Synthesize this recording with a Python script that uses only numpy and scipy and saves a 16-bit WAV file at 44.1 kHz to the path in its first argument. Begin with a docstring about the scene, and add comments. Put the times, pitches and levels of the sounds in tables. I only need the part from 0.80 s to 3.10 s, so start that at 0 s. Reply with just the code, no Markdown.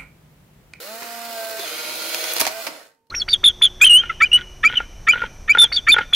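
"""An instant camera, held over a table in a quiet room, ejects a sheet.
Its small motor spins up and whines through a rattling plastic gear train, then slows as the rollers
bite with a squeak and grind along the sheet. The sheet snaps free in a cluster of clacks and hollow
knocks; the motor races briefly, a latch clicks and the gears coast to rest."""
import sys
import numpy as np
from scipy import signal
from scipy.fft import rfft, irfft
from scipy.io import wavfile

SR = 44100
rng = np.random.default_rng(int(sys.argv[2]) if len(sys.argv) > 2 else 0)


def generate_wav(sig):
    """Save sig (samples, or channels by samples) to the path in sys.argv[1] as 16-bit PCM at SR."""
    pcm = np.round(np.clip(np.atleast_2d(sig).T, -1, 1) * 32767).astype(np.int16)
    wavfile.write(sys.argv[1], SR, pcm)


N = 101429
T = np.arange(N) / SR

# The motor under power. Each row: time in seconds, turns per second.
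MOTOR_SPEED = [(0,150),(.05,192),(.11,220),(.2,233),(.47,232.5),(.6,224.5),(.785,221.5),(.84,232),(.862,200),(.89,194.3),(.96,203.8),(1.0,205.5),(1.06,202.7),(1.15,208.5),(1.23,203.2),(1.31,207.5),(1.53,213),(1.6,218),(1.69,207),(1.75,221),(1.815,224),(1.85,198)]
POWER_OFF_S = MOTOR_SPEED[-1][0]
# The casing's resonances. Each row: pitch in Hz, relative level in dB, seconds to fade by 60 dB.
CASING_MODES = [(310,-14,.07),(630,-5,.06),(690,-3,.06),(930,-3,.09),(1100,-4,.08),(2433,-3,.055),(3741,-11,.06),(4215,-8,.06),(4974,-8,.05)]


def amp(db):
    """Decibels to gain."""
    return 10 ** (np.asarray(db) / 20)


def unit(x):
    """Scales to rms 1."""
    return x / np.sqrt(np.mean(x ** 2) + 1e-20)


def curve(points, column=1):
    """One column of a time table, at every sample."""
    points = np.array(points)
    return np.interp(T, points[:, 0], points[:, column])


def at_hz(points, hz):
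    """Reads a spectrum table on a log-frequency axis."""
    f, value = np.transpose(points)
    return np.interp(np.log(hz + 1), np.log(f + 1), value)


def low_cut(x, hz, order):
    """Rolls off the bass."""
    return signal.sosfilt(signal.butter(order, hz, "high", fs=SR, output="sos"), x)


def drift(rate_hz):
    """Slow random wander of rms 1."""
    f = np.fft.rfftfreq(N, 1 / SR)
    return unit(irfft(rfft(rng.standard_normal(N)) / (1 + (f / rate_hz) ** 2) ** 2, N))


def partial(base_hz, multiple, wobble_hz, flutter):
    """A sine at a multiple of a wavering base pitch, fluttering in level."""
    turns = np.cumsum(base_hz + wobble_hz * drift(rate_hz=45)) / SR
    tone = np.sqrt(2) * np.sin(2 * np.pi * (multiple * turns + rng.random()))
    return tone * (1 + flutter * drift(rate_hz=36))


def colour(pair, tone, tilt_db=0):
    """Gives two unrelated signals an EQ curve and a stereo width, at rms 1."""
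    # Each row: frequency in Hz, left-right correlation.
    likeness = [(200,0.68),(500,1),(1200,0.25),(2500,0.42),(5000,0.17),(15000,0)]
    n = pair.shape[1]
    f = np.fft.rfftfreq(n, 1 / SR)
    left, other = rfft(pair)
    shared = at_hz(likeness, f)
    right = shared * left + np.sqrt(1 - shared ** 2) * other
    octaves = np.log2(np.maximum(f, 400) / 2000)
    return unit(irfft(np.array([left, right]) * amp(at_hz(tone, f) + tilt_db * octaves), n))


def background():
    """A bed of soft room noise and faint steady tones."""
    # Each row: frequency in Hz, relative level in dB.
    air_tone = [(30, -13), (120, -2.5), (400, -4.5), (1200, -15), (4000, -22.5), (15000, -24)]
    # Room hum. Each row: base pitch in Hz (it sounds 2% lower), level in dB.
    hum = [(463,-77),(926,-74.5)]
    air = amp(-75) * colour(rng.standard_normal((2, N)), air_tone)
    return air + sum(amp(db) * partial(hz, 0.98, wobble_hz=0.71, flutter=0.093) for hz, db in hum)


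def room(x):
    """A small room's diffuse tail, the treble dying first."""
    # Each row: frequency in Hz, seconds to fade by 60 dB.
    reverb_time = [(100,0.37),(700,0.39),(4000,0.25),(15000,0.16)]
    hz, t, noise = signal.stft(rng.standard_normal((2, SR // 2)), SR, nperseg=256)
    tail = signal.istft(noise * amp(-60 * t / at_hz(reverb_time, hz)[:, None]), SR, nperseg=256)[1]
    tail *= np.minimum(T[:tail.shape[1]] / 0.0046, 1)
    return signal.fftconvolve(x, tail / np.linalg.norm(tail[0]), axes=1)[:, :N]


def shell(x, ring_s, count=3, fades_per_s=1.5):
    """The plastic shell's dense, shallow ring, different on each side.
    Random rings crossfade so no pitch sticks out."""
    t = T[:2048]
    modes = rfft(rng.standard_normal((count, 2, len(t))) * np.exp(-t / ring_s))
    rings = irfft(modes / np.sqrt(abs(modes)))[..., :len(t) // 2]  # the root softens the peaks
    fades = [np.cos(np.pi * (fades_per_s * T + k / count)) for k in range(count)]
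    return sum(signal.fftconvolve(x * fade, ring, axes=1)[:, :N] for fade, ring in zip(fades, rings))


def casing(x):
    """The casing's main modes ring along with whatever shakes it."""
    t = T[:SR // 4]
    ring = sum(amp(db - 60 * t / t60) * np.cos(2 * np.pi * hz * t) for hz, db, t60 in CASING_MODES)
    return x + amp(-26) * signal.fftconvolve(x, ring[None] / np.linalg.norm(ring), axes=1)[:, :N]


def motor(speed, push_s=0.55, ramp_s=.08):
    """A three-pole motor whines; its partials rebalance as the gears take up the sheet."""
    # The whine's fader. Each row: time in seconds, gain in dB.
    whine_level = [(0,-52),(.06,-43.5),(.12,-38),(.2,-43),(.27,-40),(.52,-37.5),(.59,-32),(.78,-35.5),(.81,-44),(.84,-33),(.87,-51),(1.3,-43.5),(1.66,-40.5),(1.71,-39.5),(1.8,-34.5),(1.85,-48.5),(1.95,-62),(2.1,-81)]
    # Each row: multiple of the shaft speed, relative dB running free, relative dB pushing the sheet.
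    partials = [(1,-10,-24),(2,-15,-15),(2.5,-25,-22),(3,0,0),(4,-10,-16),(5,-17,-26),(6,-12,-22),(7,-17,-9.3),(11,-24,-21),(21,-21,-28)]
    push = np.clip((T - push_s) / ramp_s + .5, 0, 1)
    whine = sum(amp(free + (loaded - free) * push) * partial(speed, k, wobble_hz=.15, flutter=.08)
                for k, free, loaded in partials)
    return amp(curve(whine_level)) * low_cut(whine, hz=222, order=4)  # a small shell radiates little bass


def teeth(speed, per_turn, spread_db, rub, throb):
    """Tooth contacts of uneven strength and some rubbing, throbbing once a turn."""
    turns = np.cumsum(speed) / SR
    contacts = np.diff(np.floor(turns * per_turn), prepend=0)
    ticks = contacts * rng.standard_normal((2, N)) * amp(spread_db * rng.standard_normal(N))
    return (unit(ticks) + rub * rng.standard_normal((2, N))) * (1 + throb * np.sin(2 * np.pi * turns))


def gears(speed):
    """The gear train rattles in the shell, duller as it coasts."""
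    # The rattle's fader. Each row: time in seconds, level in dB.
    rattle_level = [(0,-34),(.11,-35),(.19,-36),(.23,-34),(.28,-35),(.45,-33.5),(.6,-32),(.78,-32.5),(1.2,-31.5),(1.6,-29),(1.72,-34),(1.85,-31),(1.93,-38.5),(2.0,-42.5),(2.07,-50.5),(2.13,-63.5),(2.3,-96.5)]
    # Its EQ under power and coasting. Each row: frequency in Hz, relative level in dB.
    driven_tone = [(35,-41),(100,-17.5),(170,-16.5),(350,1.5),(700,-2.5),(1150,-0.5),(1450,5),(1850,2),(2350,3),(3400,-3),(4200,2.5),(5600,-2.5),(7200,-3),(10400,-7),(11300,-0.5),(14000,-5.5),(15400,0)]
    coast_tone = [(130,-17),(280,2.5),(450,2.5),(690,5.5),(1050,-1),(1550,4.5),(2500,-1),(3500,-5),(4500,-2.5),(6000,-6.5),(11500,-10.5),(15500,-14)]
    rattle = shell(teeth(speed, per_turn=7, spread_db=2, rub=0.8, throb=0.47), ring_s=.006)
    coast = np.clip((T - POWER_OFF_S) / 0.068, 0, 1)
    blend = (1 - coast) * colour(rattle, driven_tone) + coast * colour(rattle, coast_tone)
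    return blend * amp(curve(rattle_level))


def rollers(speed, full_song_db=-33.5):
    """The rollers grind on the sheet and the loaded gears sing."""
    # The grind's fader. Each row: time in seconds, level in dB.
    grind_level = [(.77,-49),(.8,-36),(.9,-34),(1.15,-32.5),(1.25,-31),(1.4,-29),(1.52,-27),(1.54,-40),(1.57,-27.5),(1.66,-36.5),(1.69,-39),(1.73,-68)]
    # Its EQ. Each row: frequency in Hz, relative level in dB.
    grind_tone = [(40,-44),(100,-28.5),(190,-11),(330,-3),(650,2.5),(1100,-7.5),(1430,0.5),(1800,-7.5),(2280,5),(2900,0),(4100,5),(4900,4),(5500,-5.5),(6500,2),(7400,-12.5),(8800,-8.5),(10700,0),(12200,-4.5),(15600,-16.5)]
    # The singing gears. Each row: multiple of the shaft speed, level in dB at full song.
    mesh_partials = [(1.6,-53),(2.35,-52),(4.5,-55),(6.85,-48.5),(9.4,-55),(10.8,-47),(15.65,-44),(19.6,-53),(47,-52.5)]
    load_db = curve(grind_level)
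    contacts = teeth(speed, per_turn=10.8, spread_db=1.0, rub=0.42, throb=0.19)
    grind = amp(load_db) * colour(shell(contacts, ring_s=0.0066), grind_tone)
    song = sum(amp(db) * partial(speed, k, wobble_hz=.28, flutter=.4) for k, db in mesh_partials)
    song *= amp(np.minimum(load_db - full_song_db, 0))  # swells with the grind, up to a ceiling
    return (grind + song) * (T > grind_level[0][0]) * (T < grind_level[-1][0])


def squeak():
    """A rough, falling squeak as the rollers bite the sheet."""
    # Each row: time in seconds, pitch in Hz, level in dB.
    glide = [(.783,4200,-52),(.797,4030,-40.5),(.825,3600,-44.5),(.855,3290,-44),(.89,3050,-60)]
    tone = partial(curve(glide), 1, wobble_hz=200, flutter=0.17)
    return tone * amp(curve(glide, column=2)) * (T > glide[0][0]) * (T < glide[-1][0])


def knocks(rise_s=.003):
    """Hollow knocks: each jolt rings one low mode of the camera body."""
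    # Each row: start in seconds, pitch in Hz, level in dB, seconds to fade by 60 dB.
    jolts = [(.794,385,-28,.05),(1.612,64,-50,.42),(1.613,280,-26,.06),(1.6175,720,-21,.025),(1.666,720,-12,.035),(1.884,297,-33,.12)]
    mix = np.zeros(N)
    for start, hz, db, t60 in jolts:
        t = np.maximum(T - start, 0)
        mix += amp(db - 60 * t / t60) * np.minimum(t / rise_s, 1) * np.sin(2 * np.pi * hz * t)
    return mix


def clacks(ring_trim_db=-11.5):
    """Each clack is a sharp crack of plastic with the casing ringing after it."""
    # Each row: start in seconds, level in dB, brightness in dB per octave, decay in seconds,
    # ring send in dB before the trim.
    cues = [(0.221,-32.5,-7,0.015,-20),(.789,-34,-11,0.011,-10),(.7945,-21.5,4,.0026,-10),(1.3458,-13.5,2.5,0.0023,-21),(1.44,-19,0,0.0032,-7),(1.5362,-8.5,14,0.0018,-40.5),(1.5651,-14,1.5,0.0022,-11),(1.5835,-18,3,0.0022,-12.5),
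            (1.5978,-12.5,8,0.0026,-24.5),(1.6004,-12,5,0.0039,-6),(1.6035,-9,7.5,0.0039,-11),(1.6105,-13.5,0,0.0013,-13),(1.6128,-6,3.5,0.0022,-12),(1.6177,-12.5,-6.5,0.0024,1.5),
            (1.6522,-17,-1,0.0041,-7.5),(1.6669,-10.5,-1.5,.0026,-10.5),(1.674,-16.5,0,0.0049,-4.5),(1.8672,-19.5,0.5,0.0025,-3.5),(1.870,-23,-2,0.0074,6),(2.269,-63,1.5,0.0033,-6.5)]
    # The crack's EQ. Each row: frequency in Hz, relative level in dB.
    crack_tone = [(50,-23.5),(150,-17.5),(300,-10),(700,0),(1300,1),(2300,9.5),(3400,-2),(4300,4),(5500,3),(8000,-5.5),(12000,-4.5),(16000,-10)]
    t, mix = T[:SR // 4], np.zeros((2, N))
    for start, db, tilt_db, decay, ring_db in cues:
        crack = colour(rng.standard_normal((2, len(t))), crack_tone, tilt_db) * np.exp(-t / decay)
        ring = sum(amp(level - 60 * t / t60) * np.cos(2 * np.pi * (hz * t + rng.random()))
                   for hz, level, t60 in CASING_MODES)
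        clack = amp(db) * (crack + amp(ring_db + ring_trim_db) * ring)
        onset = round(start * SR)
        mix[:, onset:onset + len(t)] += clack[:, :N - onset]
    return low_cut(mix, hz=120, order=2)


def scene(coast_s=.4):
    """One shaft drives whine, rattle and grind; clacks and knocks land on top, with more reverb."""
    speed = curve(MOTOR_SPEED) * np.exp(-np.maximum(T - POWER_OFF_S, 0) / coast_s)
    hits = clacks() + knocks()
    train = casing(gears(speed) + rollers(speed) + squeak())
    return motor(speed) + train + hits + amp(-14.5) * room(train) + amp(-8.5) * room(hits) + background()


def record(dry, lag_s=.00004, top_hz=15780):
    """The right microphone is nearer, so the lows reach the left one late; the top end is cut."""
    # Each row: frequency in Hz, left minus right in dB.
    balance = [(100,-2.5),(400,-2.8),(1200,-4),(2500,-3),(5000,-1),(8500,-1.5),(15000,-4.5)]
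    f = np.fft.rfftfreq(N, 1 / SR)
    side_db = at_hz(balance, f) / 2
    lag = np.exp(-2j * np.pi * f * lag_s / (1 + (f / 2000) ** 2))
    panned = irfft(rfft(dry) * np.array([amp(side_db) * lag, amp(-side_db)]), N)
    high_cut = signal.firwin(511, top_hz, window=("kaiser", 9), fs=SR)
    return signal.oaconvolve(panned, high_cut[None], "same")


dry = scene()
out = record(dry)
generate_wav(out)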